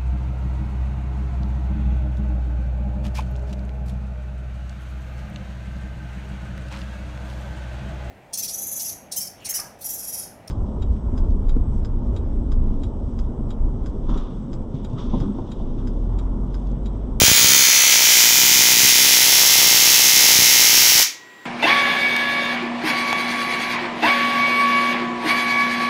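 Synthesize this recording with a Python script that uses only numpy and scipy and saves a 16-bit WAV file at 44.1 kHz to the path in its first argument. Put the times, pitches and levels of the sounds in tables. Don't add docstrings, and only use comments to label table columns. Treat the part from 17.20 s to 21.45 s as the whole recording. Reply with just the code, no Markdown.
import sys
import numpy as np
from scipy import signal
from scipy.io import wavfile
from scipy.ndimage import uniform_filter1d

SR = 44100
rng = np.random.default_rng(int(sys.argv[2]) if len(sys.argv) > 2 else 0)


def wav_record(signal):
    frames = np.transpose(np.atleast_2d(signal))
    bounded = np.clip(frames, -1, 1)
    quanta = np.round(bounded * 32767).astype(np.int16)
    wavfile.write(sys.argv[1], SR, quanta)


def gain_from_decibels(decibels):
    exponent = np.asarray(decibels, float) / 20
    return 10 ** exponent


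N = 187622

# (time [s], sparks so far [count])
SPARK_COUNT = [(0.001, 0), (0.036, 2), (0.1493, 9), (0.229, 14), (0.2594, 16), (0.2901, 18), (0.4706, 30),
               (0.518, 33), (0.7918, 51), (0.8396, 54), (0.8878, 57), (0.9211, 59), (0.9541, 61),
               (0.9875, 63), (1.1413, 72), (1.2503, 79), (1.2806, 81), (1.3132, 83), (1.4075, 89),
               (1.4713, 93), (1.5041, 95), (1.6032, 101), (1.6781, 106), (1.7414, 110), (1.7739, 112),
               (1.909, 121), (1.9558, 124), (2.0053, 127), (2.0822, 132), (2.2024, 140), (2.2513, 143),
               (2.2972, 146), (2.3852, 152), (2.4165, 154), (2.4628, 157), (2.512, 160), (2.5619, 163),
               (2.6111, 166), (2.6428, 168), (2.6913, 171), (2.7488, 175), (2.7805, 177), (2.8272, 180),
               (2.9211, 186), (2.9529, 188), (3.0738, 196), (3.106, 198), (3.155, 201), (3.1878, 203),
               (3.2204, 205), (3.2846, 209), (3.3456, 213), (3.4121, 217), (3.5302, 224), (3.5618, 226),
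               (3.5936, 228), (3.6886, 234), (3.7205, 236), (3.7695, 239), (3.8167, 242)]


def firing():
    charge_s, stroke_s, jitter_s = .0148, .0024, .0002
    times = []
    for (start, before), (end, after) in zip(SPARK_COUNT, SPARK_COUNT[1:]):
        count = round(after - before)
        scatter = jitter_s * rng.standard_normal(32)[:count]
        late = round((end - start - count * charge_s) / stroke_s)
        gaps = stroke_s * (np.arange(count) >= count - late) + scatter
        gaps += (end - start - gaps.sum()) / count
        times.append(end - np.cumsum(gaps[::-1])[::-1])
    return np.append(np.concatenate(times), SPARK_COUNT[-1][0])


# (time [s], level [dB])
CRACK_LEVEL = [(0, -5.5), (.3, -7), (.6, -9), (1.1, -10.5), (1.6, -11), (2.3, -11), (3.3, -10.5),
               (4.3, -10)]
# (time [s], place [0-3])
MIC_PLACE = [(0, 0), (.3, .1), (.55, 1), (.8, 1.1), (1.1, 2), (1.5, 2.2), (2.2, 3), (3.3, 2.8), (4.3, 3)]


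def cracks(times):
    t = np.arange(N) / SR
    level_db = np.interp(t, *np.transpose(CRACK_LEVEL))
    place = np.interp(t, *np.transpose(MIC_PLACE))
    closeness = np.pi / 2 * np.clip(place - 1, 0, 1)
    clicks = train(times, gain_from_decibels(.6 * rng.standard_normal(len(times))))
    air = through_air(clicks, place, closeness)
    return gain_from_decibels(level_db) * (fringes(air) + board(clicks, closeness))


# (frequency [Hz], level [dB])
CRACK_FAR_COLOUR = [(350, -93), (700, -19), (1300, -10), (1800, -3.5), (2100, -3), (3000, 0), (4000, -3),
                    (6300, 7), (8300, -5.5), (11000, 0), (14000, -10), (15700, 4.5)]
# (frequency [Hz], level [dB])
CRACK_NEAR_COLOUR = [(350, -105), (700, -6.5), (1300, -7), (1800, -5), (2100, 1.66), (3000, -0.4),
                     (4000, 0.4), (6300, 8), (8300, -0.5), (11000, 1.5), (14000, 2), (15700, 2.5)]
# (frequency [Hz], width [Hz], lift [dB], negative for a dip)
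CLOSE_RIPPLES = [(3134, 50, 2), (3907, 50, 2), (5560, 120, 2.5), (6050, 100, 1), (13640, 100, 1),
                 (8610, 300, -3), (9600, 300, -2), (10160, 250, 3.5), (11370, 300, -4), (11880, 300, 3.5),
                 (13900, 250, 3), (14200, 250, -3.5), (14600, 300, 3.5), (15050, 300, -3)]


def through_air(clicks, place, closeness):
    wet = reverberation(clicks, place)
    early = early_echoes(clicks, place)
    far = early[0] + early[1] + np.cos(closeness) * wet
    close = early[2] + early[3] + np.sin(closeness) * wet
    far_db = 0.6
    far = gain_from_decibels(far_db) * colour(far, CRACK_FAR_COLOUR)
    return evened(far + colour(close, CRACK_NEAR_COLOUR, CLOSE_RIPPLES))


# (delay [ms], signed size [ratio])
FAR_ECHOES = [(0.113, 1.6), (0.272, 1.25), (0.59, 0.8), (0.907, -1.39), (1.088, 1.21), (1.156, 1.59),
              (1.429, 0.7), (2.109, -0.7), (2.177, -0.91), (2.88, -0.7), (3.424, -1.07), (3.492, -1.8),
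              (3.56, -0.79), (3.719, -0.79), (3.923, 0.69), (5.17, 0.87), (5.238, 0.64), (6.576, -0.6),
              (8.39, 0.8), (8.594, -0.59), (9.025, -1.01), (9.093, -0.65), (10.181, 1.5), (10.544, -1.21),
              (10.68, -0.99), (10.952, -0.77), (11.179, 1.28), (12.449, 0.9), (12.585, 0.98),
              (13.515, -0.61), (13.968, 0.61), (14.331, -0.55)]
# (delay [ms], signed size [ratio])
MOVING_ECHOES = [(-0.023, -0.76), (0.113, 0.94), (0.272, 1.3), (0.612, 1.2), (0.93, -1.17), (1.088, 1.07),
                 (1.156, 0.9), (1.27, -0.58), (1.678, -0.66), (2.789, -0.77), (2.857, -1.35), (2.925, -1.1),
                 (3.424, 0.71), (3.56, -1.31), (3.628, -1.03), (3.81, -0.99), (4.014, 0.69), (5.442, -0.79),
                 (6.621, -0.81), (7.415, 0.66), (8.934, -1.17), (9.637, -0.69), (10.023, -0.7), (10.3, 0.9),
                 (10.499, -1.2), (10.72, 1.5), (10.998, -1.16), (11.837, -0.74), (12.018, -0.78),
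                 (12.404, 1.23), (12.472, 0.94), (12.653, -0.85), (13.311, 1.03), (14.036, -0.67)]
# (delay [ms], signed size [ratio])
CLOSER_ECHOES = [(-0.023, -0.94), (0.385, -1.72), (0.454, -1.3), (0.862, -0.82), (1.088, 1.13),
                 (1.361, 1.04), (1.497, 0.71), (2.018, -0.75), (2.698, 0.8), (2.834, -1.38), (2.902, -0.96),
                 (3.741, 0.92), (4.218, -0.98), (5.329, 0.5), (6.848, -1.23), (7.8, 1.07), (7.914, -1.41),
                 (8.254, -1.02), (8.707, 0.84), (8.866, -0.74), (9.32, 0.87), (9.728, 0.74), (9.932, -0.94),
                 (10.317, 1.12), (10.658, 1.6), (10.794, 0.97), (11.043, 0.9), (12.336, 1.08),
                 (12.562, -0.9), (13.447, 0.86), (13.56, 0.6), (14.014, -0.6)]
# (delay [ms], signed size [ratio])
NEAR_ECHOES = [(0.113, 1.03), (0.272, 1.26), (0.385, -1.51), (0.454, -0.88), (0.658, 0.86), (0.839, -0.79),
               (0.975, -1.16), (3.628, -0.74), (3.764, 1.34), (4.059, 0.84), (4.24, -0.83), (4.422, 0.9),
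               (4.671, 0.69), (5.351, 0.89), (6.281, 0.85), (6.871, -0.98), (7.438, -1.01), (7.506, -0.8),
               (7.778, 0.69), (7.937, -1.43), (8.277, -1.32), (8.753, 0.81), (9.955, -1.46),
               (10.249, -0.87), (10.476, -0.89), (10.93, -0.9), (10.998, -1.19), (11.202, -1.46),
               (12.358, 0.87), (12.608, -1.04), (12.971, -0.74), (13.469, 0.72)]
# (delay [ms], signed size [ratio])
BRIGHT_SNAPS = [
    [(-0.023, 1.72), (0.045, 1.62), (0.136, -0.65), (0.204, -0.84), (0.363, 0.76), (0.499, -0.47),
     (0.839, 0.5), (1.02, -0.45), (1.202, 0.77), (1.383, 0.5), (1.927, -0.69), (7.2, -0.6), (7.7, 1.3),
     (8.3, 0.6), (8.889, -0.51), (10.522, 0.52), (10.816, -0.5)],
    [(-0.068, -1.1), (0.0, -2.25), (0.136, 0.84), (0.204, -1.27), (0.34, -0.56), (0.794, -0.67),
     (1.406, -0.6), (7.2, -1.4), (7.8, 0.8), (8.4, -0.7), (8.662, 0.39), (10.181, -0.49), (10.544, -0.75),
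     (11.111, 0.61), (11.179, -0.9), (12.041, 0.47), (12.608, 0.47)],
    [(0.0, -2.58), (0.227, 0.83), (0.363, 0.83), (0.794, -0.87), (1.361, 1.43), (1.429, -1.33),
     (4.49, 0.67), (7.438, 1.6), (8.662, 0.94), (8.912, 0.63), (9.342, -0.96), (10.431, -0.85),
     (10.658, 0.6), (11.088, -0.5)],
    [(-0.023, 1.25), (0.045, 1.55), (0.159, 0.79), (0.771, -0.82), (1.293, 0.6), (1.519, -0.64),
     (7.46, 1.72), (8.685, 0.64), (8.844, 1.55), (9.342, 0.82), (9.728, 0.67), (10.408, 1.01),
     (10.522, 0.68), (11.202, -0.85)],
]


def early_echoes(clicks, place):
    shares = np.cos(np.pi / 2 * np.clip(place - np.arange(4)[:, None], -1, 1))
    echoes = FAR_ECHOES, MOVING_ECHOES, CLOSER_ECHOES, NEAR_ECHOES
    early = []
    for share, dull, bright in zip(shares, echoes, BRIGHT_SNAPS):
        heard = signal.oaconvolve(clicks * share, arrivals(dull, bright))
        early.append(heard[round(.002 * SR):][:N])
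    return early


def arrivals(echoes, snaps):
    split_hz, lowest_hz, snap_db = 8500, 1250, 2.3
    dull, bright = (impulses(points) for points in (echoes, snaps))
    below = signal.butter(2, split_hz, fs=SR, output="sos")
    dull = signal.sosfiltfilt(signal.butter(2, lowest_hz, "high", fs=SR, output="sos"), dull)
    bright = bright - signal.sosfiltfilt(below, bright)
    return signal.sosfiltfilt(below, dull) + gain_from_decibels(snap_db) * bright


def impulses(points):
    delay_ms, size = np.transpose(points)
    return train(.002 + delay_ms / 1000, size)[:1000]


def reverberation(clicks, place):
    wet_db = 10.3
    turn_hz = .5 - .14 * place
    phase = 2 * np.pi * (np.cumsum(turn_hz) / SR + np.arange(3)[:, None] / 3)
    shares = np.cos(phase) * np.sqrt(2 / 3)
    wet = signal.oaconvolve(clicks * shares, tails(count=3), axes=1)[:, :N]
    return gain_from_decibels(wet_db) * wet.sum(0)


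# (frequency [Hz], time to fall 60 dB [s], share [dB])
ROOM_DECAY = [(300, .15, -8), (800, .28, -4), (1600, .35, 1), (3200, .33, 0), (6400, .305, -1.5),
              (8500, .26, -5), (10000, .24, -5), (16000, .2, -5)]


def tails(count):
    length, spacing = SR // 2, 12
    taps = np.zeros((count, length))
    spots = np.arange(0, length - spacing, spacing)
    at = spots + rng.integers(0, spacing, (count, len(spots)))
    np.put_along_axis(taps, at, rng.choice([-1., 1.], at.shape), 1)
    swell_s = .013
    taps *= np.clip(np.arange(length) / SR / swell_s, .3, 1) ** 2
    hz, t, z = signal.stft(taps, SR, nperseg=128)
    share_db = read(ROOM_DECAY, hz, axis=2)[:, None]
    decay_db = -60 * t / read(ROOM_DECAY, hz)[:, None]
    tail = signal.istft(z * gain_from_decibels(share_db + decay_db), SR, nperseg=128)[1]
    return tail / np.linalg.norm(tail, axis=1, keepdims=True)


# (middle [s], length [s], frequency [Hz], width [Hz], gain [dB])
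ECHO_FRINGES = [(0.32, .4, 2670, 170, -11), (0.65, 0.14, 5130, 500, -15), (0.26, 0.26, 1600, 250, -4),
                (0.31, 0.23, 7050, 170, -5), (0.16, 0.074, 6100, 430, -16), (0.34, 0.35, 6700, 300, 3.5),
                (1.2, 0.23, 7050, 250, 2), (0.42, .3, 3900, 150, -6), (0.15, 0.26, 3330, 270, 2),
                (0.66, 0.31, 2160, 550, 3), (.6, 0.37, 8600, 280, -1), (2, 0.69, 11000, 210, 3),
                (1.5, 1.6, 7200, 400, 1), (3.1, 1.5, 6980, 490, 3), (2.6, 0.54, 2800, 600, 1.5),
                (2.4, 2.3, 2890, 180, -3), (2.0, 3.4, 3400, 360, 3.5), (1, 1.1, 15000, 610, -5),
                (5.2, 1.22, 15000, 200, -5.5), (3.72, 0.48, 4500, 400, 2), (0.5, 0.89, 13500, 1000, 9.5),
                (1.1, 1.0, 14700, 400, 8), (1.5, .9, 13700, 700, 1), (0.72, 0.66, 7400, 450, 3.5),
                (0.25, 0.72, 3360, 200, -5), (0.32, 0.59, 5500, 400, -5.5), (1.3, 1.4, 9000, 300, 5.5),
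                (0.54, 0.61, 4430, 460, 5), (1.4, .9, 11000, 300, -4), (2.7, 2.8, 10400, 340, -2.5),
                (2.5, 2.2, 11000, 380, 4.5)]


def fringes(x):
    hz, t, z = signal.stft(x, SR, nperseg=512)
    gain_db = 0
    for middle_s, length_s, centre_hz, width_hz, db in ECHO_FRINGES:
        across = (2 * (hz[:, None] - centre_hz) / width_hz) ** 2
        along = (2 * (t - middle_s) / length_s) ** 4
        gain_db = gain_db + db * np.exp(-across - along)
    return signal.istft(z * gain_from_decibels(gain_db), SR, nperseg=512)[1][:N]


# (frequency [Hz], level [dB rms], time to fall 60 dB [s], only close up [0 or 1])
BOARD_TONES = [
    (750, -37, 0.08, 1),
    (945, -33.5, 0.06, 0),
    (1150, -37, .04, 0),
]


def board(clicks, closeness):
    t = np.arange(SR // 2) / SR
    out = 0
    for k, (hz, db, t60_s, near) in enumerate(BOARD_TONES):
        ring = gain_from_decibels(-60 * t / t60_s) * np.sin(2 * np.pi * hz * t)
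        tone = evened(signal.oaconvolve(clicks, ring)[:N])
        out = out + (-1) ** k * gain_from_decibels(db) * np.sin(closeness) ** (2 * near) * tone
    return out


# (time [s], level [dB])
WIRING_COUPLING = [(0, -6), (.3, 0.5), (.55, -16), (.95, -8.5), (1.15, -6), (1.4, -2), (1.65, -4),
                   (2.0, -9.5), (2.3, -10), (2.5, -3.5), (2.8, -7), (3.1, -4.5), (3.4, -8), (3.75, -10)]


def pops(times):
    coupling_db = np.interp(times, *np.transpose(WIRING_COUPLING))
    luck = np.clip(rng.standard_normal((len(times), 3)), -2, 2)
    tick = gain_from_decibels(-13 + 0.3 * coupling_db + 2.57 * luck[:, 0])
    swing = gain_from_decibels(-24.5 + coupling_db) * (1 + .5 * luck[:, 2])
    thump = gain_from_decibels(-31.5 + 0.36 * coupling_db) * (.5 + luck[:, 1])
    start, swing_lag_s = times - .0017, .0015
    out = signal.oaconvolve(train(start, tick), pop(0.000092, 173, dip=0.36))[:N]
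    swing_pop = pop(0.001, 110, dip=0, rise_s=0.0005)
    out -= signal.oaconvolve(train(start + swing_lag_s, swing), swing_pop)[:N]
    out += signal.oaconvolve(train(start, thump), pop(0.0018, 45, dip=0))[:N]
    wiring_hz, deepest_hz = 1460, 40
    out = band(band(out, wiring_hz, "low"), wiring_hz, "low")
    return band(out, deepest_hz, "high") + stray_arcs()


# (time [s], peak level [dB], polarity [-1 or 1], sharpness [0-1])
STRAY_ARCS = [(.0183, -3, -1, 1), (.0365, -8, 1, 1), (.0826, -12, 1, 1), (.0990, -21, -1, 0),
              (.1163, -9, 1, 1), (.1495, -23, 1, 0), (.2303, -21, -1, 0), (.2457, -14, -1, .5),
              (.2612, -23, -1, 0), (1.3156, -25, -1, 0), (1.6349, -22, -1, 0), (1.6499, -22, -1, 0),
              (3.1898, -18, -1, 0), (3.2218, -23, -1, 0), (3.7536, -24, -1, 0)]


def stray_arcs():
    s, peak_db, polarity, sharp = np.transpose(STRAY_ARCS)
    size = gain_from_decibels(peak_db) * polarity
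    sharp_clicks = train(s - .002, size * .8 * sharp)
    round_clicks = train(s - .002, size * (1 - .6 * sharp))
    arcs = signal.oaconvolve(sharp_clicks, pop(.005, 90, dip=1.3, rise_s=.0005))[:N]
    return arcs + signal.oaconvolve(round_clicks, pop(.004, 90, dip=0, rise_s=.0008))[:N]


def pop(width_s, cut_hz, dip, rise_s=.00025):
    t = np.arange(-.002, .05, 1 / SR)
    kick = np.exp(-np.maximum(t, 0) / width_s - (np.minimum(t, 0) / rise_s) ** 2)
    kick -= dip * np.exp(-((t + 1.8 * rise_s) / .00025) ** 2)
    shape = band(kick, cut_hz, "high")
    return shape / shape.max()


# (frequency [Hz], level [dB rms])
SUPPLY_WHINE = [
    (1001, -58.5),
    (1915.5, -48.5),
    (3831, -65),
]


def supply():
    t = np.arange(N) / SR
    whine = sum(np.sqrt(2) * gain_from_decibels(db) * np.sin(2 * np.pi * hz * t) for hz, db in SUPPLY_WHINE)
    buzz_hz, buzz_db, mains_hz = 7410, -64, 60
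    wobble = np.cumsum(uniform_filter1d(rng.standard_normal(N), 300)) * 0.091
    gate = np.sqrt(.5 + .5 * np.cos(2 * np.pi * mains_hz * t))
    buzz = gate * np.sin(2 * np.pi * buzz_hz * t + wobble)
    return whine + gain_from_decibels(buzz_db) * evened(buzz)


# (frequency [Hz], level [dB])
HUM_COLOUR = [(41, -68), (70, -18), (199, -10.5), (330, -3), (494, -10), (593, -11.5), (1000, -10.5),
              (1310, -11.5), (1890, -11), (2070, -9), (5500, -24), (7390, -26), (8660, -34), (16000, -32)]


def room_hum():
    hum_db = -36.5 - 11.5
    return gain_from_decibels(hum_db) * evened(colour(rng.standard_normal(N), HUM_COLOUR))


def train(times, sizes):
    out = np.zeros(N)
    np.add.at(out, np.clip(np.round(times * SR).astype(int), 0, N - 1), sizes)
    return out


def colour(x, points, rings=()):
    hz = abs(np.fft.fftfreq(8192, 1 / SR))
    gain_db = read(points, hz)
    for centre_hz, width_hz, db in rings:
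        gain_db = gain_db + db / (1 + (2 * (hz - centre_hz) / width_hz) ** 2)
    spectrum = np.exp(np.conj(signal.hilbert(np.log(gain_from_decibels(gain_db)))))
    taps = np.fft.ifft(spectrum).real[:2048]
    return signal.oaconvolve(x, taps)[:N]


def read(points, hz, axis=1):
    columns = np.transpose(points)
    return np.interp(np.log(hz + 1), np.log(columns[0] + 1), columns[axis])


def evened(x):
    return x / np.sqrt(np.mean(x ** 2) + 1e-20)


def band(x, hz, kind):
    return signal.sosfilt(signal.butter(2, hz, kind, fs=SR, output="sos"), x)


def scene():
    times = firing()
    return (cracks(times) + pops(times) + supply() + room_hum())[None]


def top_cut(x):
    return signal.sosfilt(signal.butter(12, 17020, fs=SR, output="sos"), x)


def record(dry):
    ceiling, edge_hz = .9, 15745
    limited = dry / (1 + abs(dry / ceiling) ** 6) ** (1 / 6)
    edge = signal.firwin(1501, edge_hz, window=("kaiser", 9), fs=SR)[None]
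    mix = signal.oaconvolve(limited, edge, "same")
    return top_cut(mix)


dry = scene()
out = record(dry)
wav_record(out)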